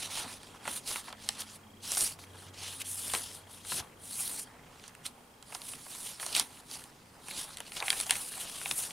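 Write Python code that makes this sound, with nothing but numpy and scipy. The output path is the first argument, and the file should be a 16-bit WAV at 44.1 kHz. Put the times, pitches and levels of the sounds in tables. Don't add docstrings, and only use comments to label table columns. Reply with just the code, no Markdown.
import sys
import numpy as np
from scipy import signal
from scipy.fft import rfft, irfft, next_fast_len
from scipy.io import wavfile
from scipy.ndimage import uniform_filter1d

SR = 44100
rng = np.random.default_rng(int(sys.argv[2]) if len(sys.argv) > 2 else 0)


def volts_from_db(level):
    exponent = np.asarray(level, float) / 20
    return 10 ** exponent


def dump(signal):
    limited = np.clip(np.atleast_2d(signal).T, -1, 1)
    pcm = np.round(limited * 32767).astype(np.int16)
    wavfile.write(sys.argv[1], SR, pcm)


N = 393372
TIME_S = np.arange(N) / SR

# freq_hz, density_db
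SELF_NOISE = [(1180, -30), (2000, -4), (5830, -9.5), (9170, -8.5), (12000, -15), (15100, -12), (16000, -26)]
# freq_hz, density_db
ROOM_TONE = [(15, -42), (25, -11), (124, -3.5), (162, -3.5), (204, -7), (248, -1.5), (300, -9.5), (486, -8),
             (649, -13.5), (866, -10), (2500, -27.5), (3250, -59), (5500, -120)]
# freq_hz, correlation
LIKENESS = [(60, 0.99), (180, 0.98), (550, 0.75), (1650, 0.28), (4970, 0.51), (15000, 0.98)]
# start_s, level_db
TRAFFIC_LEVEL = [(0, 1.5), (2, 1), (4, 2), (5.5, 0), (7, 0), (8.92, 2)]
# start_s, pitch_hz, level_db
ENGINES = [
    [(0, 93, -65.5), (1.1, 93.7, -71.5), (2.6, 93.8, -58.5), (3.3, 93.2, -59), (3.9, 94.5, -72),
     (4.4, 96.6, -67)],
    [(.5, 212.5, -74), (.9, 216.6, -65.5), (1.3, 217.5, -60), (1.9, 217, -67), (2.3, 216, -80)],
    [(3.6, 250, -90), (4.4, 252, -69), (5.4, 244.4, -80.5), (6.5, 250, -75), (7.0, 252, -89)],
]
# start_s, level_db
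LENS_LEVEL = [(.40, -57), (1.55, -61), (1.58, -80), (1.61, -80), (1.63, -59.5), (2.1, -57), (2.12, -70),
              (2.21, -70), (2.23, -60), (3.885, -58.5), (3.9, -80), (3.95, -80), (3.965, -60), (4.49, -59),
              (4.5, -70), (5.45, -67), (5.5, -90)]
# freq_hz, t60_s
ROOM_DECAY = [(200, 0.36), (4000, 0.089), (10000, 0.048), (16000, 0.13)]
# start_s, left_right_db
HAND_PAN = [(0.0, -1.5), (2.48, -0.5), (3.63, 2), (4.89, -2.5), (7.2, -1.0), (8.92, 1.0)]
# start_s, peak_db, pitch_hz
AIR_PUSHES = [
    (.24, -42, 272),
    (.67, -44.5, 274),
    (1.98, -63, 130),
    (3.139, -38.5, 475),
    (3.72, -45.5, 196),
    (3.801, -45, 130),
    (6.399, -45, 240),
    (7.929, -53, 140),
    (8.15, -50, 180),
    (8.7, -48, 300),
]
# start_s, peak_db, ring_hz, crack_over_peak_db, thump_over_peak_db
CREASES = [(0.2444, -36, 2090, -9, -1), (0.4319, -39, 3230, 4.5, -7), (0.6534, -34, 2270, -2, 1.5),
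           (0.6774, -27, 2400, 5, 6), (0.8749, -25, 5900, -6, -18), (0.913, -25, 5760, -12, -7.5),
           (0.9581, -22.5, 2470, -11, -6.5), (1.0804, -40.5, 2560, -12, 5), (1.1266, -31, 3200, -6, -2),
           (1.289, -14, 3830, 2.5, -16.5), (1.3937, -28, 5100, -13, -27), (1.4194, -26.5, 3850, -9, -18),
           (1.9185, -20.5, 5420, 8.5, -12), (1.949, -21, 5110, -8, -24), (1.9706, -20, 5760, -5, -7),
           (2.0077, -15.5, 5900, -5, -26), (2.1889, -41, 2090, -3, -1), (2.2383, -39.5, 2300, -3, -10),
           (2.8165, -29, 2920, -2, -26), (3.0984, -27, 3160, -3, -15), (3.1363, -19.5, 3920, 3, -2),
           (3.1492, -17, 3050, -4, -10), (3.6494, -37.5, 3440, 0, 1), (3.7, -32, 3080, -1, -25),
           (3.7187, -32.5, 2960, 6, 7), (3.7994, -26, 5340, -9, -6), (4.7965, -40, 3360, -19, -15),
           (4.8389, -36, 3380, -6, -8), (4.8794, -37, 5770, 5, -17), (4.9505, -38.5, 1850, 1, -23),
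           (5.0536, -30, 2860, -4, -24), (5.0642, -25, 4400, 2, -29), (5.4261, -39, 4010, 3.5, -8),
           (5.4694, -51, 2130, 3, -8), (5.524, -34, 2230, -6, -1), (5.5488, -21, 5040, -14, -12.5),
           (5.6174, -30.5, 3280, 0, -18), (5.7354, -32, 2320, -12, -7.5), (5.8646, -41.5, 1810, -7, 3),
           (5.9148, -36, 4380, -7, -8), (5.9494, -33.5, 5800, -4, -5.5), (6.1984, -28.5, 2340, -3, -9),
           (6.2283, -36.5, 2380, 4, 6), (6.2637, -25.5, 4900, 9, -6), (6.3499, -15, 4200, -4, -23),
           (6.3644, -19, 2780, 4, -22), (6.397, -11, 5000, 6, -12.5), (6.5725, -41, 2960, -11, -18),
           (6.7127, -29, 4500, -5, -13), (6.8394, -39, 3220, 9.5, -15), (7.2838, -34, 2710, 3, -1),
           (7.3105, -28, 2320, -10, -20), (7.571, -29, 3000, 2.5, -25), (7.5844, -35, 3640, -1, -10),
           (7.6037, -27.5, 3060, 3.5, -3.5), (7.7199, -27.5, 2680, -6, -21), (7.7666, -27, 3200, -12, -16),
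           (7.8022, -22, 3900, -13, -20), (7.8251, -18.5, 2290, -11, -6), (7.8813, -15, 2600, -13, -14),
           (7.9032, -7.5, 3300, -3, -26), (7.9283, -18, 2300, 2, -15), (8.0008, -21, 3670, 4.5, -12),
           (8.0104, -24, 4200, 8, -21), (8.0652, -28, 5000, -2, -13), (8.096, -19.5, 2840, 1, -13),
           (8.1082, -8.5, 3120, 4, -22), (8.1544, -24.5, 2830, 1, -18), (8.3385, -30, 2620, -9, -15),
           (8.6147, -26, 2330, -11, -11), (8.6578, -18, 2990, -16, -10.5), (8.7114, -13, 3400, -6, -17.5),
           (8.7894, -26, 5870, 2, -11.5), (8.9074, -27.5, 3600, -18, -14)]
# freq_hz, density_db
CRACK_COLOUR = [(3000, -30), (6000, -7), (9000, 2.5), (11500, -6), (14000, -29), (16000, -32)]
# start_s, hiss_db, rustle_over_hiss_db
SLIDE_LEVEL = [(0.0, -42, -1.5), (0.052, -45.5, 5), (0.09, -56.5, 4), (0.112, -46, 3), (0.187, -38.5, 0),
               (0.247, -53, 4), (0.337, -47.5, -1), (0.404, -69.5, 6.5), (0.471, -60.5, 3.5),
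               (0.606, -68.5, 3), (0.681, -46, 1), (0.778, -38, -7), (0.808, -61, 4), (0.838, -61, 2),
               (0.883, -36.5, -3), (1.003, -45, -3), (1.025, -58.5, -1), (1.078, -54, 4), (1.145, -76, 8),
               (1.235, -54, 3.5), (1.28, -59, 6), (1.295, -50, 2.5), (1.377, -60, 6.5), (1.408, -36.5, -4),
               (1.452, -62, 2.5), (1.497, -58.5, 4.5), (1.564, -50, -4), (1.586, -81, 3), (1.796, -82, 7),
               (1.841, -47, 4), (2.005, -28.5, -9.5), (2.065, -33.5, -6), (2.133, -49, -3), (2.178, -78, 3),
               (2.193, -57.5, 3), (2.245, -59.5, 0), (2.26, -71, 1), (2.432, -56, 1), (2.492, -63.5, 8),
               (2.522, -79, 2), (2.544, -60.5, 6.5), (2.664, -46.5, 6.5), (2.784, -49, -4.5),
               (2.821, -37, -1), (2.836, -69, 1), (2.851, -44, -4), (2.911, -38, -14.5),
               (2.941, -40.5, -11), (3.128, -38.5, -3.5), (3.143, -33, -6), (3.195, -42, -4.5),
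               (3.315, -51, 0.5), (3.352, -47, -6.5), (3.457, -75, 3), (3.517, -51, -6.5),
               (3.637, -61, 4.5), (3.659, -47.5, -4.5), (3.727, -34.5, -6.5), (3.8, -40, 1),
               (3.824, -58.5, -1), (3.959, -80, 0), (4.041, -49.5, -9), (4.22, -34.5, -10),
               (4.378, -43, -7.5), (4.393, -38.5, -10), (4.437, -44.5, -11), (4.452, -62.5, -1),
               (4.565, -79.5, 5), (4.886, -61.5, 7.5), (4.916, -74, 3), (5.029, -72, 0), (5.059, -41, 0),
               (5.118, -70, -4), (5.395, -78, 2), (5.552, -46, -4.5), (5.597, -55.5, -6),
               (5.695, -41.5, -8.5), (5.769, -53.5, -2), (5.889, -48.5, -9), (5.927, -45.5, -2.5),
               (6.001, -46.5, -7), (6.069, -40, -6), (6.188, -56, 0.5), (6.218, -41.5, -4.5),
               (6.338, -46.5, 4), (6.353, -34.5, -1.5), (6.396, -35.5, 4.5), (6.443, -50, -2),
               (6.503, -59.5, -1), (6.6, -56.5, 1), (6.63, -68.5, -2.5), (6.735, -44, 0.5),
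               (6.817, -56, -2), (6.839, -54.5, -7), (6.922, -72, 7), (7.184, -71, 2), (7.311, -43.5, -2.5),
               (7.326, -54, 4), (7.393, -39, -1.5), (7.483, -55.5, -1.5), (7.543, -51, 1), (7.558, -63, 2),
               (7.58, -56, -1), (7.648, -63, 3), (7.67, -54, 5), (7.715, -51, -9.5), (7.775, -42, 4),
               (7.82, -56, -2), (7.857, -40, -6.5), (8.022, -38.5, -3.5), (8.052, -45.5, -4.5),
               (8.089, -43.5, -9), (8.104, -38, 2), (8.216, -40.5, -9), (8.388, -45, -4.5),
               (8.411, -36, -6.5), (8.463, -50, 2), (8.703, -39, -7.5), (8.748, -40.5, -11),
               (8.785, -33, -13), (8.845, -38, -3), (8.92, -52, -4)]
# start_s, thump_db
BLOCK_LEVEL = [(0.0, -56), (0.247, -45.5), (0.397, -63), (0.584, -58.5), (0.681, -47), (0.838, -60.5),
               (0.965, -52), (1.048, -65), (1.085, -49.5), (1.175, -61), (1.414, -58), (1.811, -70.5),
               (1.886, -57.5), (2.028, -52.5), (2.17, -63), (3.12, -58.5), (3.143, -43.5), (3.248, -59.5),
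               (3.622, -67), (3.809, -53.5), (4.018, -69), (4.265, -57), (5.463, -68), (5.537, -58.5),
               (5.852, -61), (6.173, -63), (6.241, -51), (6.316, -58), (6.39, -38.5), (6.45, -56.5),
               (6.667, -66.5), (6.735, -55.5), (6.959, -65.5), (7.251, -64), (7.296, -59), (7.73, -58.5),
               (7.827, -43), (8.082, -57), (8.119, -45), (8.291, -62.5), (8.396, -51), (8.583, -59.5),
               (8.725, -54.5), (8.92, -56.5)]
# start_s, freq_hz
SHEET_RESONANCE = [(0.0, 4000), (0.47, 3390), (2.16, 4930), (2.28, 3570), (4.47, 4000), (4.62, 3050),
                   (5.39, 4140), (8.62, 3310), (8.92, 4670)]
# freq_hz, density_db
HISS_COLOUR = [(3000, -38), (6000, -12.5), (7500, -7.5), (9500, 2), (11000, -4.5), (12500, -11.5),
               (14500, -17), (16000, -19)]
# freq_hz, density_db
RUSTLE_COLOUR = [(900, -5), (1800, -4.5), (2800, 1), (4200, 0), (6000, -0.5), (8000, -3.5), (12000, -42)]
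# freq_hz, density_db
THUMP_COLOUR = [(150, -31), (400, -10), (800, 2.5), (1300, -1), (2000, -4.5), (3000, -10), (6000, -60)]


def evened(x):
    return x / np.sqrt(np.mean(x ** 2) + 1e-20)


def read(points, hz):
    point_hz, value = np.transpose(points)
    return np.interp(np.log(hz + 1), np.log(point_hz + 1), value)


def track(points, s=TIME_S):
    return np.interp(s, *np.transpose(points))


def add(mix, start_s, sound):
    part = mix[:, max(round(start_s * SR), 0):][:, :sound.shape[1]]
    part += sound[:, :part.shape[1]]


def colour(x, points):
    size = next_fast_len(len(x))
    gain = volts_from_db(read(points, np.fft.rfftfreq(size, 1 / SR)))
    return evened(irfft(rfft(x, size) * gain, size)[:len(x)])


def wander(seconds):
    size = max(int(seconds * SR), 2)
    smooth = uniform_filter1d(rng.standard_normal(N), size)
    return evened(uniform_filter1d(smooth, size))


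def burst(noise, points, rise_s, t60_s):
    t = np.arange(len(noise)) / SR
    puff = colour(noise, points) * (1 - np.exp(-t / rise_s)) * volts_from_db(-60 * t / t60_s)
    return puff / abs(puff).max()


def hands(s, spread):
    pan_db = spread * track(HAND_PAN, s)
    return np.array([volts_from_db(pan_db / 2), volts_from_db(-pan_db / 2)])


def wash(points, level_db, patch_db):
    frames, hz = N // 256 + 5, np.fft.rfftfreq(1024, 1 / SR)
    a, b, c, d, patches = rng.standard_normal((frames, 513, 5)).T
    patches = uniform_filter1d(patches, size=8, axis=0)
    patches = evened(uniform_filter1d(patches, size=30, axis=1))
    same = np.clip(read(LIKENESS, hz), 0, 1)[:, None]
    mid = np.sqrt(1 + same) * (a + 1j * b)
    side = np.sqrt(1 - same) * (c + 1j * d)
    gain_db = read(points, hz)[:, None] + patch_db * patches
    z = np.array([mid + side, mid - side]) * volts_from_db(gain_db)
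    noise = signal.istft(z, nperseg=1024, noverlap=768)[1][:, :N]
    return volts_from_db(level_db) * evened(noise)


def room_tone():
    return wash(ROOM_TONE, -59 + track(TRAFFIC_LEVEL), 1.25)


def drones():
    out = np.zeros(N)
    for engine in ENGINES:
        s, hz, db = np.transpose(engine)
        pitch_hz = np.interp(TIME_S, s, hz) * (1 + 0.00576 * wander(0.08))
        turns = np.cumsum(pitch_hz) / SR
        level_db = np.interp(TIME_S, s, db, left=-120, right=-120) + 2.7 * wander(0.066)
        out += np.sqrt(2) * volts_from_db(level_db) * np.sin(2 * np.pi * turns)
    return out


def lens_drive():
    drive_hz, frame_s, first_s = 3240, 1001 / 30000, 0.4378
    since_s = (TIME_S - first_s + frame_s / 2) % frame_s - frame_s / 2
    level_db = np.interp(TIME_S, *np.transpose(LENS_LEVEL), left=-120, right=-120)
    level = volts_from_db(level_db + 1.3 * wander(0.02))
    tick = np.exp(-(since_s / 0.0039) ** 2)
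    return 1.4 * level * tick * np.sin(2 * np.pi * drive_hz * TIME_S)


def room(x):
    size = SR // 2
    taps = np.zeros((2, size))
    at = np.arange(100, size - 20, 20) + rng.integers(0, 20, (2, (size - 101) // 20))
    np.put_along_axis(taps, at, rng.choice([-1., 1.], at.shape), 1)
    hz, t, z = signal.stft(taps, SR, nperseg=256)
    decay = volts_from_db(-60 * t / read(ROOM_DECAY, hz)[:, None])
    tail = signal.istft(z * decay, SR, nperseg=256)[1]
    tail = tail / np.linalg.norm(tail[0])
    return signal.fftconvolve(x.mean(0)[None], tail, axes=1)[:, :N]


def puffs():
    out = np.zeros((2, N))
    noises = rng.standard_normal((len(AIR_PUSHES), 9000))
    for (start_s, peak_db, hz), noise in zip(AIR_PUSHES, noises):
        hump = [(0.14 * hz, -25), (hz, 0), (2.8 * hz, -25), (8 * hz, -70)]
        push = burst(noise, hump, rise_s=0.011, t60_s=0.14)
        add(out, start_s, volts_from_db(peak_db) * np.array([push, push]))
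    return out


def snaps():
    out = np.zeros((2, N))
    noises = rng.standard_normal((len(CREASES), 3, 1600))
    for (start_s, peak_db, hz, crack_db, thump_db), (a, b, c) in zip(CREASES, noises):
        resonance = [(0.22 * hz, -40), (0.5 * hz, -11), (hz, 0), (1.56 * hz, -9), (3 * hz, -30)]
        ring = burst(a, resonance, rise_s=0.00026, t60_s=0.013)
        crack = volts_from_db(crack_db) * burst(b, CRACK_COLOUR, rise_s=0.00036, t60_s=0.0058)
        thump = volts_from_db(thump_db) * burst(c, THUMP_COLOUR, rise_s=0.001, t60_s=0.033)
        gains = volts_from_db(peak_db - 2.5) * hands(start_s, 1.44)[:, None]
        add(out, start_s, gains * (ring + crack + thump))
    return out


def slips(per_s, spread_db, clump_db):
    size = volts_from_db(spread_db * np.minimum(rng.exponential(1, N), 5) + clump_db)
    sign = rng.choice([-1., 1.], N)
    return size * sign * (rng.random(N) < per_s / SR)


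def patchy(x, patch_db, lift_db):
    hz, t, z = signal.stft(x, SR, nperseg=256, noverlap=192)
    patches = uniform_filter1d(rng.standard_normal(z.shape), size=4, axis=0)
    patches = evened(uniform_filter1d(patches, size=24, axis=1))
    octaves = np.log2((hz[:, None] + 1) / track(SHEET_RESONANCE, t))
    gain_db = patch_db * patches + lift_db * np.exp(-(octaves / 0.51) ** 2)
    return evened(signal.istft(z * volts_from_db(gain_db), SR, nperseg=256, noverlap=192)[1][:N])


def sliding():
    s, hiss_points_db, rustle_points_db = np.transpose(SLIDE_LEVEL)
    hiss_db = np.interp(TIME_S, s, hiss_points_db)
    rustle_db = np.interp(TIME_S, s, rustle_points_db)
    grip = 0.25 * wander(0.0098) + wander(0.0043)
    hiss = patchy(colour(slips(16000, 2.1, 1.4 * grip), HISS_COLOUR), 2.26, 0)
    rustle = patchy(colour(slips(7000, 1.5, 1.4 * grip), RUSTLE_COLOUR), 2.5, 3.53)
    thump = patchy(colour(slips(2500, 2.5, 2.45 * grip), THUMP_COLOUR), 2.9, 0)
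    drag = hiss * hands(TIME_S, 0.73) + volts_from_db(rustle_db) * rustle * hands(TIME_S, 1.2)
    return volts_from_db(hiss_db) * drag + volts_from_db(track(BLOCK_LEVEL)) * thump * hands(TIME_S, 0.81)


def scene():
    paper = sliding() + snaps()
    background = room_tone() + drones() + lens_drive()
    return paper + volts_from_db(-15.5) * room(paper) + puffs() + background


def low_pass(x):
    return signal.sosfilt(signal.butter(12, 16520, fs=SR, output="sos"), x)


def record(dry):
    wet = dry + wash(SELF_NOISE, -65, 0.51)
    mid, side = (wet[0] + wet[1]) / 2, (wet[0] - wet[1]) / 2
    side = 1.2 * signal.lfilter([1 - 0.15], [1, -0.15], side)
    side = side - 0.71 * signal.lfilter([1 - 0.988], [1, -0.988], side)
    edge = signal.firwin(401, 15820, window=("kaiser", 9), fs=SR)
    limited = signal.oaconvolve(np.array([mid + side, mid - side]), edge[None], "same")
    return low_pass(limited)


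dry = scene()
out = record(dry)
dump(out)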